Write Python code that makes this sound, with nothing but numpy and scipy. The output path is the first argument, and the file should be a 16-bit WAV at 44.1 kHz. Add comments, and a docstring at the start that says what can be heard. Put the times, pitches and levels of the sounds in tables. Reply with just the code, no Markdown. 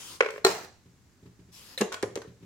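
"""Dogs at a plastic treat puzzle

Dogs nose at a puzzle on a living-room floor, close by. A lid knocks and bounces, another slaps open and skids;
later a catch snaps, pegs rattle and trays knock on the board. Blows sum decaying modes and a noise crack.
Slides are drifting friction hiss, paws are slow-rising low modes with a scuff, and the board thud is a sagging sine.
Noise tails form the brief room sound; a steady coloured noise is the air."""
import sys
import numpy as np
from scipy import signal
from scipy.fft import rfft, irfft, next_fast_len
from scipy.io import wavfile
from scipy.ndimage import uniform_filter1d

SR = 44100
rng = np.random.default_rng(int(sys.argv[2]) if len(sys.argv) > 2 else 0)


def inscribe(sig):
    """Save sig as 16-bit PCM at rate SR to the path in sys.argv[1].

    A 1-D sig is mono; a 2-D sig holds one channel per row.
    Samples are clipped to [-1, 1] before scaling.
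    """
    pcm = np.round(np.clip(np.atleast_2d(sig).T, -1, 1) * 32767)
    wavfile.write(sys.argv[1], SR, pcm.astype(np.int16))


N = 108045

LEFT_LAG_S = 0.00016  # right-mic lag of lid and box, which lie further left


def puzzle():
    """All struck plastic parts; board and trays share one room response."""
    return lid() + box() + in_room(board() + trays(), early_db=-7, tail_db=-15) + thud() + catch() + pegs()


# lid modes [f/Hz, level/dB, t60/s]
LID_MODES = [(425, -11, 0.036), (533, -9.5, 0.03), (1085, -16, 0.032), (1440, -10.5, 0.024),
             (1590, -13, 0.022), (2223, -18, .026), (2410, -17, .022), (4120, -27, 0.018)]
# lid contact noise [f/Hz, density/dB]
LID_CRACK = [(100, -32), (800, -10), (1500, 0), (2700, -3), (3400, -14), (7500, -23), (10000, -38),
             (16000, -46)]
# lid knock and bounces [t/s, ring level/dB, crack level/dB]
LID_KNOCKS = [(.2062, -1, -14), (.2083, -13, -13), (.2235, -13, -25), (.232, -15, -32), (.2465, -24, -29),
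              (.2605, -10, -25), (.287, -18, -32), (.303, -25, -35), (.3385, -23, -44), (.360, -22.5, -41),
              (.379, -22, -40)]


def lid():
    """Short-lived lid modes; lighter bounces are duller and stray in pitch."""
    ring, contact = blows(LID_KNOCKS, LID_MODES, LID_CRACK, crack_t60=0.026, rise_s=0.0002,
                          low_hz=300, stray=0.07, dull=0.2)
    return in_room(ring + contact, early_db=-13, tail_db=-16, lag_s=LEFT_LAG_S)


# box modes [f/Hz, level/dB, t60/s]
BOX_MODES = [(375, -11.5, 0.096), (440, -11, 0.05), (689, -19, 0.048), (828, -18.5, 0.053),
             (1074, -20, 0.053), (1391, -20.5, 0.056), (1866, -21, 0.066), (4104, -12, 0.06),
             (4320, -18, 0.05)]
# box contact noise [f/Hz, density/dB]
BOX_CRACK = [(40, -20), (270, -13), (700, 3), (3000, -5), (4500, -3.5), (7800, -3.5), (9500, -13),
             (16000, -15.5)]
# box slaps [t/s, ring level/dB, crack level/dB]
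BOX_SLAPS = [(.4435, -20, -52.5), (.4478, 0, -10), (.4635, -7, -25)]


def box():
    """Box modes plus a crack; the ring excites the room less than the crack."""
    ring, contact = blows(BOX_SLAPS, BOX_MODES, BOX_CRACK, crack_t60=0.03, rise_s=0.0003, low_hz=59.8)
    return (in_room(ring, early_db=-16, tail_db=-18, lag_s=LEFT_LAG_S)
            + in_room(contact, early_db=-12, tail_db=-10, lag_s=LEFT_LAG_S))


# board modes [f/Hz, level/dB, t60/s]
BOARD_MODES = [(417, -11, 0.025), (496, -13, 0.031), (846, -27.5, 0.05), (1098, -30.5, 0.046),
               (1680, -23, 0.031), (2760, -34, 0.068)]
# contact noise of board and trays [f/Hz, density/dB]
KNOCK_CRACK = [(100, -2), (400, 9.5), (700, -1), (1800, -3), (3000, -10), (7500, -19), (16000, -47)]
# board thumps [t/s, ring level/dB, crack level/dB]
BOARD_THUMPS = [(1.8065, -9, -52), (1.8112, -10, -23), (1.8163, 0, -23)]


def board():
    """Board modes behind a softened contact."""
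    return sum(blows(BOARD_THUMPS, BOARD_MODES, KNOCK_CRACK, crack_t60=0.062, rise_s=0.00076, low_hz=110))


# tray modes [f/Hz, level/dB, t60/s]
TRAY_MODES = [(110, -37, 0.16), (292, -33, 0.029), (420.4, -16, 0.041), (535, -24.5, 0.039),
              (1320, -41, 0.018)]
# tray knocks [t/s, ring level/dB, crack level/dB]
TRAY_KNOCKS = [(2.0305, -2, -22), (2.0382, -5, -30), (2.1605, -7, -29.5), (2.173, -8.5, -30.5),
               (2.249, -19, -50)]


def trays():
    """Tray modes; lighter knocks stray in pitch."""
    return sum(blows(TRAY_KNOCKS, TRAY_MODES, KNOCK_CRACK, crack_t60=0.036, rise_s=0.00066,
                     low_hz=80.4, stray=0.12))


THUD_S, THUD_DB, THUD_RISE_S, THUD_T60_S = 1.804, -9, 0.014, 0.085
THUD_START_HZ, THUD_SAG_HZ_PER_S = 222, 710


def thud():
    """The whole board is pushed against the floor: one low note that sags as it dies."""
    t, out = np.arange(SR // 5) / SR, np.zeros((2, N))
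    turns = THUD_START_HZ * t - THUD_SAG_HZ_PER_S * t ** 2 / 2
    rise = np.minimum(t / THUD_RISE_S, 1) ** 2
    note = np.sin(2 * np.pi * turns) * rise * amp(THUD_DB - 60 * t / THUD_T60_S)
    add(out, THUD_S, note[None])
    return out


# catch modes [f/Hz, level/dB, t60/s]
CATCH_MODES = [(525, -36, 0.058), (1790, -33.5, 0.046), (3680, -29.5, 0.038), (4060, -25.5, 0.042)]
# catch contact noise [f/Hz, density/dB]
CATCH_CRACK = [(100, -19), (1000, -8), (2000, 5.5), (5500, -3), (8000, -1.5), (12500, -2.5), (16000, -25)]
# catch snaps [t/s, ring level/dB, crack level/dB]
CATCH_SNAPS = [(1.7765, -0.5, -36), (1.782, -31, -35.5)]


def catch():
    """Fast-rising catch modes with a longer crack."""
    ring, contact = blows(CATCH_SNAPS, CATCH_MODES, CATCH_CRACK, crack_t60=0.12, rise_s=0.0001, low_hz=150)
    return in_room(ring + contact, early_db=1, tail_db=-12)


# peg modes [f/Hz, level/dB, t60/s]
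PEG_MODES = [(487, -34.5, 0.041), (1073, -34, 0.028), (1488, -35, 0.055), (1860, -42, 0.05)]
# peg contact noise [f/Hz, density/dB]
PEG_CRACK = [(100, -24), (600, -10), (1400, 2), (2600, -3), (7000, -5), (10000, -15.5), (16000, -23)]
# peg rattles [t/s, ring level/dB, crack level/dB]
PEG_RATTLES = [(1.920, -1, -40), (1.9247, -8, -32), (1.931, -8, -34), (1.938, -4, -36), (1.9427, -0.5, -27),
               (2.218, -9, -40)]


def pegs():
    """Peg modes in quick succession; lighter touches stray in pitch."""
    ring, contact = blows(PEG_RATTLES, PEG_MODES, PEG_CRACK, crack_t60=0.03, rise_s=0.00015,
                          low_hz=200, stray=0.08)
    return in_room(ring + contact, early_db=-2, tail_db=-12)


# hard-edge contact noise [f/Hz, density/dB]
RIM_CRACK = [(100, -22), (600, -3), (4500, -1), (7300, 3), (16000, -22)]
# rim ticks, no ring [t/s, level/dB]
RIM_TICKS = [(0.3065, -37), (0.5136, -31), (1.8108, -19), (1.8145, -24), (1.9243, -31), (2.0267, -24.5),
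             (2.1559, -28)]


def rims():
    """Hard edges touch with a dry, bright tick, often just ahead of a knock."""
    out = np.zeros((2, N))
    for s, db in RIM_TICKS:
        add(out, s, amp(db) * crack(RIM_CRACK, t60_s=0.022))
    return in_room(out, early_db=-1, tail_db=-16)


# skid level [t/s, level/dB]
SKID_LEVEL = [(0.463, -30.5), (0.528, -41), (0.655, -49.5), (.70, -88)]
# skid friction noise [f/Hz, density/dB]
SKID_SCRAPE = [(50, -12), (130, 2.5), (400, -5.5), (800, 2), (1800, -1), (3000, -9), (7500, -6),
               (9500, -15), (16000, -14.5)]


def skidding(rough_db=3, right_db=2):
    """After its slap the box skids a little way and stops: fading friction noise, louder on the right."""
    s, db = np.transpose(SKID_LEVEL)
    t = np.arange(N) / SR
    level = amp(np.interp(t, s, db)) * (t > s[0]) * (t < s[-1])
    return rubbing(SKID_SCRAPE, level, rough_db) * amp([[0], [right_db]])


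# sliding parts [start t/s, end t/s, level/dB, low-mid peak/dB, whistle f/Hz]
SLIDES = [(-.02, 0.182, -43.5, 8, 9600), (.2, .41, -56, 0, 2300), (1.514, 1.77, -50.5, 1.5, 11700)]
# slide friction noise [f/Hz, density/dB]
SLIDE_HISS = [(200, -14), (720, -18), (4200, -8), (7500, -9.5), (8700, -14), (16000, -18)]
# resonances of every slide [f/Hz, half width/Hz, peak/dB]
SLIDE_MODES = [(1000, 110, 7), (5050, 170, 5)]
SLIDE_EDGE_S, SLIDE_ROUGH_DB = 0.027, 0.5
HUM_HZ, HUM_HALF_WIDTH_HZ = 430, 130
WHISTLE_HALF_WIDTH_HZ, WHISTLE_DB = 900, 7.5


def sliding():
    """Parts slide: friction hiss with fixed resonances and a whistle peak per slide; a low-mid band, strongest
    early on, lies under the hiss."""
    t, hz, out = np.arange(N) / SR, np.fft.rfftfreq(1024, 1 / SR), np.zeros((2, N))
    for start, end, db, hum_db, whistle_hz in SLIDES:
        hum = (HUM_HZ, HUM_HALF_WIDTH_HZ, hum_db)
        whistle = (whistle_hz, WHISTLE_HALF_WIDTH_HZ, WHISTLE_DB)
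        colour = read(SLIDE_HISS, hz)
        for centre, half_width, peak_db in list(SLIDE_MODES) + [hum, whistle]:
            colour = colour + peak_db / (1 + ((hz - centre) / half_width) ** 2)
        level = amp(db) * np.clip(np.minimum(t - start, end - t) / SLIDE_EDGE_S, 0, 1)
        out += rubbing(np.column_stack([hz, colour]), level, SLIDE_ROUGH_DB)
    return out


# floor modes [f/Hz, level/dB, t60/s]
FLOOR_MODES = [(80.6, -54.5, 0.36), (121.2, -49, 0.3), (176, -46, 0.16), (271, -37.5, 0.04),
               (395, -40.5, 0.047)]
# paw contact noise [f/Hz, density/dB]
STEP_SCUFF = [(30, -48), (100, 7.5), (400, -3.5), (700, -15), (4000, -17), (16000, -34)]
# paw steps [t/s, level/dB]
STEPS = [(.855, -7), (1.225, -4), (1.255, 1), (1.389, -3), (1.484, -6.5), (2.074, -0.5), (2.122, -3.5),
         (2.272, 2.5), (2.406, -6), (2.424, 1)]


def paws(scuff_db=-47):
    """Soft pads excite low floor modes with a slow rise and a scuff."""
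    rows = [(s, db, db + scuff_db) for s, db in STEPS]
    pads = sum(blows(rows, FLOOR_MODES, STEP_SCUFF, crack_t60=0.098, rise_s=0.0084, low_hz=60))
    return in_room(pads, early_db=-9, tail_db=-13)


# room air noise [f/Hz, density/dB]
AIR = [(25, -16), (92, 0), (300, -10.5), (650, -22), (1700, -22), (3200, -28), (7300, -25), (8700, -33),
       (16000, -38)]
AIR_RMS_DB = -61.5


def air():
    """Quiet room air: steady coloured noise."""
    return amp(AIR_RMS_DB) * noise(AIR, N)


def blows(rows, modes, contact, crack_t60, rise_s, low_hz, stray=0, dull=0):
    """Decaying modes and noise cracks as (ring, crack); little radiates below low_hz."""
    t, out = np.arange(SR // 5) / SR, np.zeros((2, 2, N))
    rise = 1 - np.exp(-t / rise_s)  # soft contacts rise slowly
    for s, ring_db, crack_db in rows:
        # light touches stray in pitch and are duller
        pitch = 1 + stray * max(1 - amp(ring_db), 0) * rng.uniform(-1, 1, len(modes))
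        tilt_db_per_octave = dull * min(ring_db, 0)
        ring = np.zeros(len(t))
        for k, (hz, db, t60) in enumerate(modes):
            mode_db = db + tilt_db_per_octave * np.log2(hz / modes[0][0])
            decay = amp(mode_db - 60 * t / t60)
            ring += (-1) ** k * decay * np.sin(2 * np.pi * hz * pitch[k] * t)
        add(out[0], s, amp(ring_db) * ring[None] * rise)
        add(out[1], s, amp(crack_db) * crack(contact, crack_t60) * rise)
    return signal.sosfilt(signal.butter(2, low_hz, "highpass", fs=SR, output="sos"), out)


def crack(spectrum, t60_s):
    """Contact noise with exponential decay."""
    t = np.arange(SR // 5) / SR
    return amp(-60 * t / t60_s) * noise(spectrum, len(t))


RUB_DRIFT_DB = 2.5  # rms colour drift


def rubbing(spectrum, level, rough_db):
    """Friction noise whose grip varies from moment to moment and whose colour drifts in patches."""
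    grip = amp(rough_db * unit(uniform_filter1d(rng.standard_normal(N), size=200)))
    z = signal.stft(noise(spectrum, N), nperseg=512)[2]
    drift = uniform_filter1d(rng.standard_normal(z.shape[1:]), size=7, axis=0)  # across frequency
    drift = unit(uniform_filter1d(drift, size=14, axis=1))  # across time
    rub = unit(signal.istft(z * amp(RUB_DRIFT_DB * drift), nperseg=512)[1][:, :N])
    return in_room(rub * level * grip, early_db=-3, tail_db=-11)


# room decay [f/Hz, t60/s]
ROOM_T60 = [(100, 0.24), (400, 0.37), (1200, 0.35), (4000, 0.5), (8000, 0.38), (16000, 0.09)]
# room colour [f/Hz, density/dB]
ROOM_TONE = [(100, -1.5), (350, 1.5), (700, 4), (4000, -5), (16000, -1)]
# right-mic direct response, shaded in the treble [f/Hz, level/dB]
SHADE = [(1500, 1), (2800, -1.5), (4100, -1), (7500, -6.5), (11000, -11.5), (16000, -8)]
LAG_S = 0.00005  # right-mic lag


def in_room(x, early_db, tail_db, lag_s=LAG_S, early_t60=0.2, gap_s=0.0065, build_s=0.012):
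    """Direct sound at two mics, early scatter off floor and furniture, then the room's tail."""
    hz, t, z = signal.stft(noise(ROOM_TONE, SR), SR, nperseg=256)
    decay = amp(-60 * t / read(ROOM_T60, hz)[:, None])
    tail = signal.istft(z * decay, SR, nperseg=256)[1][:, :SR]
    t = np.arange(SR) / SR
    tail = unit(tail * np.clip((t - gap_s) / build_s, 0, 1))
    t = t[:SR // 10]
    early = unit(noise(ROOM_TONE, SR // 10) * amp(-60 * t / early_t60) * np.minimum(t / gap_s, 1))
    echo = amp(tail_db) * tail
    add(echo, 0, amp(early_db) * early)
    wet = signal.fftconvolve(x[:1], echo / np.sqrt(SR), axes=1)[:, :N]
    size = next_fast_len(N + SR // 10)
    hz = np.fft.rfftfreq(size, 1 / SR)
    lag = np.exp(-2j * np.pi * hz * lag_s)
    right = irfft(rfft(x[1], size) * amp(read(SHADE, hz)) * lag, size)[:N]
    return np.array([x[0], right]) + wet


# left-right likeness [f/Hz, coherence 0-1]
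ALIKE = [(50, 0.65), (300, 0.93), (700, 0.55), (1400, 0.31), (16000, 0.037)]


def noise(spectrum, size):
    """Coloured stereo noise at rms 1, alike in the bass and nearly unrelated in the treble."""
    hz = np.fft.rfftfreq(size, 1 / SR)
    a, b = np.exp(2j * np.pi * rng.random((2, len(hz))))
    same = np.clip(read(ALIKE, hz), 0, 1)
    pair = np.array([a, same * a + np.sqrt(1 - same ** 2) * b])
    return unit(irfft(pair * amp(read(spectrum, hz)), size))


def amp(db):
    """Decibels to gain."""
    return 10 ** (np.asarray(db) / 20)


def unit(x):
    """Scales to rms 1."""
    return x / np.sqrt(np.mean(x ** 2) + 1e-20)


def read(points, hz):
    """Reads a table on a log-frequency axis."""
    f, value = np.transpose(points)
    return np.interp(np.log(hz + 1), np.log(f + 1), value)


def add(mix, s, sound):
    """Mixes a sound in at time s."""
    part = mix[:, max(round(s * SR), 0):][:, :sound.shape[1]]
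    part += sound[:, :part.shape[1]]


def scene():
    """Puzzle, friction and paws over the quiet air of the room."""
    return puzzle() + rims() + skidding() + sliding() + paws() + air()


def record(dry):
    """The recorder's band limit: a 16.2 kHz low-pass."""
    lowpass = signal.firwin(255, 16200, window=("kaiser", 9), fs=SR)
    return signal.oaconvolve(dry, lowpass[None], "same")


dry = scene()
out = record(dry)
inscribe(out)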